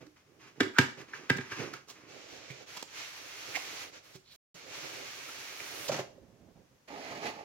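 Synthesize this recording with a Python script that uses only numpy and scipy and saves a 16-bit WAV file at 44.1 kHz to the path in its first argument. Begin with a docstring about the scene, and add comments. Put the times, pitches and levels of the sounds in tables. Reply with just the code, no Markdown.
"""A table in a small room, a stereo microphone close to a flat cardboard box being opened by hand.
Fingers shift on the card, then the end flap snaps free with three hollow knocks and rubs as it folds back.
A polystyrene tray hisses out of the sleeve in two pulls; between them an edit cut leaves a brief silence.
The tray judders over the lip, bumps clear and flexes in the hand.
Last, a little to the right, the empty sleeve is slid aside."""
import sys
import numpy as np
from scipy import signal
from scipy.fft import rfft, irfft, next_fast_len
from scipy.io import wavfile
from scipy.ndimage import map_coordinates

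SR = 44100
rng = np.random.default_rng(int(sys.argv[2]) if len(sys.argv) > 2 else 0)


def wrap_up_sound(samples):
    """Save the sound to the file named by the first command line argument, as 16-bit audio."""
    columns = np.atleast_2d(samples).T
    # keep every value between -1 and 1, then stretch to whole-number steps
    tamed = np.clip(columns, -1, 1)
    steps = np.round(tamed * 32767).astype(np.int16)
    wavfile.write(sys.argv[1], SR, steps)


N = 328192

# The stiff end flap and the sleeve's broad panels ringing.
# Each row: pitch in Hz, relative level in dB, t60 in seconds before extra damping.
FLAP_MODES = [(960, -12, 0.14), (1250, -9, 0.12), (1353, -5.5, 0.049), (1590, 6, 0.063), (1668, -2.5, 0.11),
              (1770, 3, 0.067), (2010, -5, .06), (2310, -9.5, 0.2), (2640, -13.5, 0.048), (3500, -17, .04),
              (3515, -17.5, .04)]
SLEEVE_MODES = [(104, -8.5, 0.22), (140, -4.5, 0.064), (240, 2, 0.039), (290, -0.5, .05), (380, 1, 0.21),
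                (463, -1, 0.061)]
# Card fibres tearing. Each row: frequency in Hz, relative level in dB.
CRACK_SPECTRUM = [(290, -30.5), (500, -13.5), (783, -15.5), (944, -18.5), (1390, -11), (1630, -9),
                  (2090, -8.5), (2710, -14.5), (2960, -16), (3620, -15.5), (4000, -19), (7240, -23),
                  (8740, -34), (14300, -36), (15800, -48)]
# The flap snapping, just right of centre. Each row: start in seconds, flap ring in dB, its attack in
# seconds, crack, crunch and thump in dB, thump pitch in Hz, panel swing in dB. Levels are relative.
SNAPS = [(0.6044, -11.5, .0005, -19.5, -33.5, -17.5, 280, -60),
         (0.7851, -6.5, .002, -16, -25, -17.5, 255, -19), (1.134, -25.5, .001, -44, -51, -53, 312, -60),
         (1.299, -8.5, 0.0011, -26.5, -35, -22.5, 255, -23.5),
         (1.383, -26, 0.0022, -34, -40, -33, 237, -34), (1.518, -25.5, .0005, -41.5, -55, -39.5, 121, -58)]

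def flap_knocks(give_lead_s=.0046, rebound_s=.026, thump_lag_s=.0042, swing_lag_s=.008):
    """Each snap gives, cracks, rings the flap and rebounds; the sleeve booms and its face swings."""
    out, t = np.zeros((2, N)), np.arange(SR // 6) / SR
    crack_hold_s, crack_t60_s, crunch_t60_s = .0049, .016, .12
    crackle = friction(CRACK_SPECTRUM, alike=.49, grain_db=2.5)
    hardest_db = max(snap[3] for snap in SNAPS)
    for s, flap_db, attack, crack_db, crunch_db, thump_db, thump_hz, swing_db in SNAPS:
        tearing = amp(crack_db - 60 * np.maximum(t - crack_hold_s, 0) / crack_t60_s)
        crumpling = amp(crunch_db - 60 * t / crunch_t60_s)
        edge_hz = 14000 * amp(.7 * (crack_db - hardest_db))  # softer cracks are duller
        for at, loss_db in [(s - give_lead_s, -22), (s, 0), (s + rebound_s, -18)]:
            burst = (tearing + crumpling) * crackle[:, round(at * SR):][:, :len(t)]
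            crack = filtered(burst, lambda hz: 1 / np.hypot(1, hz / edge_hz))
            # a broad flap sends a different blend of its modes to each side of the microphone
            flap = np.array([ring(FLAP_MODES, t, attack=attack, damping=1.6) for side in out])
            add(out, at, amp(loss_db) * (crack + amp(flap_db - 5) * flap))
        add(out, s, amp(thump_db - 7) * thud(t, hz=387, rise=.003))  # the snap shoves the end panel
        panels = ring(SLEEVE_MODES, t, attack=.002, damping=1.2)
        boom = amp(-6) * panels + amp(-1) * thud(t, thump_hz, rise=.004)
        add(out, s + thump_lag_s, amp(thump_db) * boom)
        face = ring(SLEEVE_MODES, t, attack=.003, damping=1.2)
        swing = amp(-3.5) * face + thud(t, hz=137.4, rise=.004)
        add(out, s + swing_lag_s, amp(swing_db) * swing)
    out[1] = np.roll(out[1], round(.00007 * SR))  # reaches the right side a shade later
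    return placed(out, right_db=2.6)

# Foam on card, its top fizz, the sleeve's hum and its juddering lip.
# Each row: frequency in Hz, relative level in dB.
FOAM_SPECTRUM = [(470, -16.5), (800, -9), (1000, -9.5), (1150, -7), (1820, -5.5), (2290, -3), (3580, -8),
                 (4570, -7), (4950, -9.5), (5820, -7), (7350, -13), (8300, -26), (9000, -32), (11700, -29),
                 (19800, -120)]
FIZZ_SPECTRUM = [(6500, -30), (8200, -1), (11000, 0), (15800, -2.5)]
HUM_SPECTRUM = [(70, -12), (130, -6.5), (210, -15), (300, -2.5), (420, -1.5), (580, -3), (750, -8),
                (1100, -29), (1800, -38)]
LIP_SPECTRUM = [(60, -22), (110, -5), (155, 2), (220, -3), (290, -2), (480, -1), (620, 1), (800, -2),
                (1000, -8), (1500, -8), (3000, -19), (5000, -45), (12000, -70)]
# The tray creeping under small pushes.
# Each row: start and length in seconds, then hiss, hum and fizz in relative dB.
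TRAY_NUDGES = [(2.07, 0.56, -56, -58, -86.5), (2.28, 0.088, -62, -63, -76.5),
               (2.66, .15, -51.5, -60, -67.5), (3.91, 0.066, -54, -60, -77), (4.02, .13, -61.5, -69, -73.5),
               (4.29, .08, -65.5, -84, -70.5)]
# Two long pulls, a list for each. Each row: time in seconds, then hiss, hum and fizz in relative dB.
TRAY_PULLS = [
    [(2.87, -61, -74.5, -79), (2.99, -44.5, -59, -62.6), (3.12, -51.5, -65, -65.5), (3.35, -50, -61, -64.0),
     (3.52, -46.5, -55, -61.5), (3.66, -47, -58, -61.5), (3.83, -46, -56, -61.5), (3.9, -60, -61.5, -73.5)],
    [(4.56, -55, -63, -68), (4.65, -56, -60.5, -77.5), (4.75, -46.4, -54, -63.2), (5.0, -48.5, -53, -63.5),
     (5.15, -48.5, -58.5, -63), (5.55, -48.5, -59, -61), (5.7, -47, -57, -57.5), (5.87, -46.5, -52, -53)],
]
# The tray's end jolting over the lip. Each row: start in seconds, judder and scrape in relative dB.
LIP_JOLTS = [(5.888, -36, -47), (5.915, -38.5, -43.5), (5.941, -39, -44.5), (5.962, -44, -48),
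             (5.986, -37.5, -45.5)]

def tray_sliding(jolt_hold_s=.016):
    """Foam beads hiss along the card; the sleeve hums at its far end and judders as the tray leaves."""
    nudges = strokes(TRAY_NUDGES, attack=.029, release=.16)
    hiss, hollow, fizz = sum(gains(pull) for pull in TRAY_PULLS) + nudges
    jolts = [(s, jolt_hold_s, *levels_db) for s, *levels_db in LIP_JOLTS]
    judder, scrape = strokes(jolts, attack=.0031, release=.1)
    hiss += scrape
    fizz += amp(-17.5) * scrape
    beads = hiss * friction(FOAM_SPECTRUM, alike=.18, grain_db=1, flutter_db=.46, rate=22, lead=-.00007)
    top = fizz * friction(FIZZ_SPECTRUM, alike=.054, grain_db=.5, flutter_db=1.1, rate=76)
    hum = hollow * friction(HUM_SPECTRUM, alike=.72, grain_db=1, flutter_db=2.1, rate=27, lead=.00034)
    lip = judder * friction(LIP_SPECTRUM, alike=.89, grain_db=2, rate=390, lead=.00012)
    foam = amp(2.5) * placed(beads, right_db=2.5) + amp(4.5) * top
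    return foam + amp(-1) * placed(hum, right_db=11.5) + placed(lip, right_db=1)

# Rustling card and the panels under it. Each row: frequency in Hz, relative level in dB.
CARD_SPECTRUM = [(350, -49), (600, -14), (717, -11), (982, -5), (1100, -0.5), (1460, -2.5), (2140, -2),
                 (2460, -2), (3600, -11), (6400, -10), (8190, -26), (10100, -26.5), (15800, -35)]
PANEL_SPECTRUM = [(29, -74.5), (50, -37.5), (135, -1.5), (178, -8), (334, -1), (368, -1.5), (420, -2),
                  (715, -15.5), (900, -20), (1170, -53), (1980, -120)]
# Fingers shifting their hold. Each row: start and length in seconds, rustle and rumble in relative dB.
FINGER_RUBS = [(0.0, 0.027, -59, -50), (0.155, 0.014, -60, -72), (0.25, 0.43, -75.5, -65),
               (0.39, 0.096, -58, -81), (0.55, .05, -67.5, -63), (0.89, 0.018, -56, -56.5),
               (0.965, 0.041, -50.5, -49), (1.07, 0.28, -56.5, -57), (1.13, 0.032, -52, -67),
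               (1.87, 0.29, -60, -60)]
# The flap folding back. Each row: time in seconds, rustle and rumble in relative dB.
FLAP_FOLD = [(1.41, -50, -48), (1.438, -54, -64), (1.5, -49.5, -62), (1.522, -41, -42.5),
             (1.558, -46.5, -53), (1.6, -39.5, -34), (1.728, -55.5, -50.5), (1.738, -43, -43),
             (1.86, -77, -72)]

def card_rubbing():
    """Fingers and flap drag unevenly over the card, and the panels rumble with them on the right."""
    rustle, rumble = strokes(FINGER_RUBS, attack=.018, release=.2) + gains(FLAP_FOLD)
    card = rustle * friction(CARD_SPECTRUM, alike=.55, grain_db=.5, flutter_db=1, rate=74, lead=-.00007)
    panel = rumble * friction(PANEL_SPECTRUM, alike=1, grain_db=5, rate=22, lead=-.00007)
    return placed(card, right_db=1.5) + amp(-2) * placed(panel, right_db=9)

# The grit of a short slip. Each row: frequency in Hz, relative level in dB.
SLIP_SPECTRUM = [(150, -12), (250, -4.5), (887, -5), (1570, -14), (1810, -13), (3040, -6), (3940, -4.5),
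                 (7360, -5.5), (8610, -17.5), (15800, -22)]
# Catches on the card, right of centre. Each row: peak time in seconds, relative level in dB,
# half length in seconds, squeak against grit in dB, squeak pitch in Hz.
CARD_CATCHES = [(0.068, -57, .003, -3, 1500), (0.778, -53, 0.022, 9, 1400), (1.017, -59, .005, 11, 1590),
                (1.372, -41, .004, -5, 5840), (1.739, -46, 0.003, 4, 1400), (1.902, -51, 0.013, -8, 1040),
                (2.509, -55, 0.012, 7, 2200), (2.773, -40.5, 0.006, -6, 990),
                (2.829, -35.5, 0.002, -10, 970), (3.561, -44, .008, 12.5, 2190),
                (3.574, -44.5, .006, 5, 716), (4.154, -52, 0.012, -9, 2300),
                (4.312, -71.5, 0.033, 13, 4020), (4.35, -56, .007, -16, 4010),
                (4.55, -53, 0.005, -12, 2040), (5.295, -52, .006, 4, 1300), (5.604, -44, .003, 5, 2370),
                (5.887, -36, 0.006, -8, 4070), (5.93, -44, 0.012, 2, 5960)]

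def catches(squeak_q=5):
    """Foam and fingers grip the card and slip: a gritty spurt with a narrow squeak in it."""
    out, t = np.zeros((2, N)), np.arange(N) / SR
    grit = friction(SLIP_SPECTRUM, alike=.79, grain_db=2.5, lead=-.00007)
    grip = friction(FOAM_SPECTRUM, alike=.79, grain_db=2.5, lead=-.00007)
    for s, db, half_s, squeak_db, hz in CARD_CATCHES:
        near = slice(*np.searchsorted(t, [s - .1, s + .1]))
        squeak = filtered(grip[:, near], lambda f: 1j * f / (hz * hz - f * f + 1j * f * hz / squeak_q))
        spurt = amp(db) * np.exp(-((t[near] - s) / half_s) ** 2 / 2)
        out[:, near] += spurt * (grit[:, near] + amp(squeak_db) * unit(squeak))
    return placed(out, right_db=6)

# Fingers, tray and sleeve bumping, right of centre. Each row: start in seconds, relative level in dB,
# pitch in Hz, swell in seconds, sleeve boom against the thud in dB.
SOFT_BUMPS = [(0.067, -50.5, 306, 0.0068, -9), (0.668, -34, 316, 0.0032, -13),
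              (1.355, -38, 178, 0.0063, -6), (1.59, -38.5, 142, 0.0087, -10),
              (2.502, -41.5, 140, 0.0065, -6), (4.151, -44.5, 145, 0.0036, -2.5),
              (4.547, -53.5, 170, .004, -2.5), (5.895, -22.5, 577, 0.0025, -23),
              (5.903, -36.5, 151, 0.0066, -6), (5.944, -40, 150, 0.0059, -4),
              (5.991, -32.5, 575, 0.0021, -5.5), (6.18, -47.5, 540, 0.0032, -7)]

def bumps():
    """Soft contacts stir only the low panel modes."""
    out, t = np.zeros((2, N)), np.arange(SR // 4) / SR
    for s, db, hz, swell, boom_db in SOFT_BUMPS:
        boom = amp(boom_db) * ring(SLEEVE_MODES, t, attack=.003, damping=1.5)
        add(out, s, amp(db) * (thud(t, hz, swell) + boom))
    return placed(out, right_db=6)

# The empty sleeve's scrape and its hollow body. Each row: frequency in Hz, relative level in dB.
SCRAPE_SPECTRUM = [(600, -34), (1000, -4), (1300, -9), (1750, -0.5), (2450, -1), (3600, -9.5), (4400, -6.5),
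                   (5000, -9.5), (6700, -12.5), (8200, -26), (11500, -26), (15800, -31.5)]
BODY_SPECTRUM = [(29, -53), (50, -18), (86, -15), (188, -9.5), (264, -3), (376, -6), (408, 0.5), (449, -1),
                 (514, -7.5), (694, 0), (764, -5), (829, 0), (1000, -13), (1300, -11), (1690, -46),
                 (2860, -120)]
# The sleeve sliding aside. Each row: time in seconds, scrape and hollow body in relative dB.
SLEEVE_DRAG = [(6.885, -53.5, -55), (6.909, -54, -47), (7.081, -49, -49), (7.113, -47.5, -43.5),
               (7.195, -52, -48.5), (7.271, -39, -37.5), (7.327, -55.5, -52.5), (7.393, -56.5, -47.5),
               (7.44, -62, -55.5)]

def sleeve_dragging():
    """The empty sleeve, put down right of the microphone, scrapes along and its hollow body sounds."""
    scrape, hollow = gains(SLEEVE_DRAG)
    grit = scrape * friction(SCRAPE_SPECTRUM, alike=.3, grain_db=1, flutter_db=1, rate=120, lead=.00027)
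    body = hollow * friction(BODY_SPECTRUM, alike=.92, grain_db=.5, flutter_db=1.5, rate=180, lead=.00026)
    return amp(2) * placed(grit, right_db=4.5) + amp(1) * placed(body, right_db=5)

# Polystyrene bending. Each row: frequency in Hz, relative level in dB.
FLEX_SPECTRUM = [(40, -7), (80, -4), (170, -4.5), (260, -6.5), (600, -12), (1200, -29.5), (4000, -42),
                 (10000, -70)]
# The free tray, well to the right. Each row: start and length in seconds, relative level in dB.
TRAY_FLEXES = [(6.05, .45, -62), (6.55, .06, -60.5), (6.705, .03, -70)]

def tray_flexing():
    """The free tray flexes in the hand with a faint, low rumble."""
    bending = strokes(TRAY_FLEXES, attack=.011, release=.22)
    rumble = friction(FLEX_SPECTRUM, alike=.9, grain_db=2, flutter_db=2.4, rate=30)
    return placed(bending * rumble, right_db=9)

# The small room around the table. Each row: frequency in Hz, t60 in seconds.
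ROOM_DECAY = [(100, 0.18), (400, 0.41), (1600, 0.34), (6000, 0.37), (15000, 0.26)]

def room(x, delay_s=.0055):
    """The walls answer each side of the microphone differently; each frequency dies at its own speed."""
    hz, t, spectra = signal.stft(diffuse(size=SR // 2), SR, nperseg=256)
    decay = amp(-60 * t / along(ROOM_DECAY, hz)[:, None])
    _, tail = signal.istft(spectra * decay, SR, nperseg=256)
    tail = np.pad(tail / np.linalg.norm(tail[0]), ((0, 0), (round(delay_s * SR), 0)))
    return signal.fftconvolve(x, tail, axes=1)[:, :N]

# The quiet room at the microphone. Each row: frequency in Hz, relative level in dB.
ROOM_TONE_SPECTRUM = [(25, -8), (60, -7), (100, 0), (200, -7), (450, -10), (1000, -16), (2000, -18),
                      (4000, -23), (6300, -21), (8200, -30), (15800, -32)]

def room_tone():
    """A faint, steady background, strongest in the bass."""
    return amp(-68) * coloured(diffuse(size=N), ROOM_TONE_SPECTRUM)

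def diffuse(size, alike_hz=450):
    """Noise from all around: alike in both channels in the bass, unrelated in the treble."""
    mid, side = rng.standard_normal((2, size))
    side = filtered(side, lambda hz: hz / np.hypot(hz, alike_hz))
    return np.array([mid + side, mid - side])

def friction(spectrum, alike, grain_db, flutter_db=3, rate=60, lead=0):
    """Countless tiny slips in clumps; the share `alike` reaches both sides, the right `lead` s earlier."""
    slips = rng.standard_normal((3, N)) * amp(grain_db * wobble(1500) + flutter_db * wobble(rate))
    direct = np.array([np.roll(slips[2], round(lead * SR)), slips[2]])
    return coloured(np.sqrt(alike) * direct + np.sqrt(1 - alike) * slips[:2], spectrum)

def ring(modes, t, attack, damping):
    """Damped modes struck at slightly new strengths and phases, peak 1."""
    chance = rng.standard_normal((len(modes), 2)) * [1.5, .5]
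    y = np.zeros_like(t)
    for k, ((hz, db, t60), (extra_db, phase)) in enumerate(zip(modes, chance)):
        decay = amp(db + extra_db - 60 * t * damping / t60)
        y += (-1) ** k * decay * np.sin(2 * np.pi * hz * t + phase)
    y *= 1 - np.exp(-t / attack)
    return y / np.abs(y).max()

def thud(t, hz, rise):
    """One heavily damped panel mode that swells for `rise` seconds and dies."""
    return t / rise * np.exp(1 - t / rise) * np.sin(2 * np.pi * hz * t)

def strokes(rows, attack, release):
    """A gain curve per dB column: each stroke rises, holds, then falls 60 dB in `release` seconds."""
    out, t = np.zeros((len(rows[0]) - 2, N)), np.arange(SR) / SR
    for s, length, *levels_db in rows:
        shape = np.minimum(t / attack, 1) * amp(-60 * np.maximum(t - length, 0) / release)
        add(out, s, amp(levels_db)[:, None] * shape)
    return out

def gains(rows):
    """A gain curve per dB column, gliding from row to row and fading quickly beyond the ends."""
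    s, *columns = np.transpose(rows)
    t = np.arange(N) / SR
    gate = np.clip(1 + np.minimum(t - s[0], s[-1] - t) / .012, 0, 1)
    return np.array([gate * amp(np.interp(t, s, db)) for db in columns])

def wobble(rate):
    """A smooth random curve, `rate` knots a second."""
    knots = rng.standard_normal(int(N * rate / SR) + 4)
    return map_coordinates(knots, [np.arange(N) * rate / SR])

def coloured(x, spectrum):
    """x given a spectrum that falls away below its first point, at rms 1."""
    low_hz = spectrum[0][0]
    return unit(filtered(x, lambda hz: amp(along(spectrum, hz)) * np.minimum(hz / low_hz, 1) ** 2))

def filtered(x, response):
    """x through a frequency response."""
    n = x.shape[-1]
    padded = next_fast_len(n + 8192)
    return irfft(rfft(x, padded) * response(np.fft.rfftfreq(padded, 1 / SR)), padded)[..., :n]

def along(points, hz):
    """(Hz, value) points read on a log axis."""
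    freqs, values = np.transpose(points)
    return np.interp(np.log(hz + 1), np.log(freqs + 1), values)

def placed(pair, right_db):
    """A stereo pair leaning to the right."""
    return pair * amp([[-right_db / 2], [right_db / 2]])

def add(track, s, sound):
    """Mixes a sound into the track at s seconds."""
    part = track[..., round(s * SR):][..., :sound.shape[-1]]
    part += sound[..., :part.shape[-1]]

def amp(db):
    """Decibels to gain."""
    return 10 ** (np.asarray(db) / 20)

def unit(x):
    """Scaled to rms 1."""
    return x / np.sqrt(np.mean(x ** 2) + 1e-20)

def scene(panel_low_hz=78):
    """Blows and friction close by, the walls behind them, room tone underneath."""
    # the light panels radiate little deep bass
    bass_cut = signal.butter(2, panel_low_hz, "high", fs=SR, output="sos")
    blows = signal.sosfilt(bass_cut, flap_knocks() + bumps())
    rubs = card_rubbing() + tray_flexing() + tray_sliding() + catches() + sleeve_dragging()
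    return blows + rubs + room_tone() + room(amp(-7.5) * blows + amp(-9) * rubs)

def record(dry, low_hz=45, top_hz=15850, edit_cut_s=(4.362, 4.544)):
    """The microphone thins the deep bass; an edit cut leaves a brief silence. Treble ends at top_hz."""
    t = np.arange(N) / SR
    outside_cut = (t < edit_cut_s[0]) | (t > edit_cut_s[1])
    thinned = signal.sosfilt(signal.butter(1, low_hz, "high", fs=SR, output="sos"), dry)
    return filtered(thinned * outside_cut, lambda hz: hz < top_hz)

dry = scene()
out = record(dry)
wrap_up_sound(out)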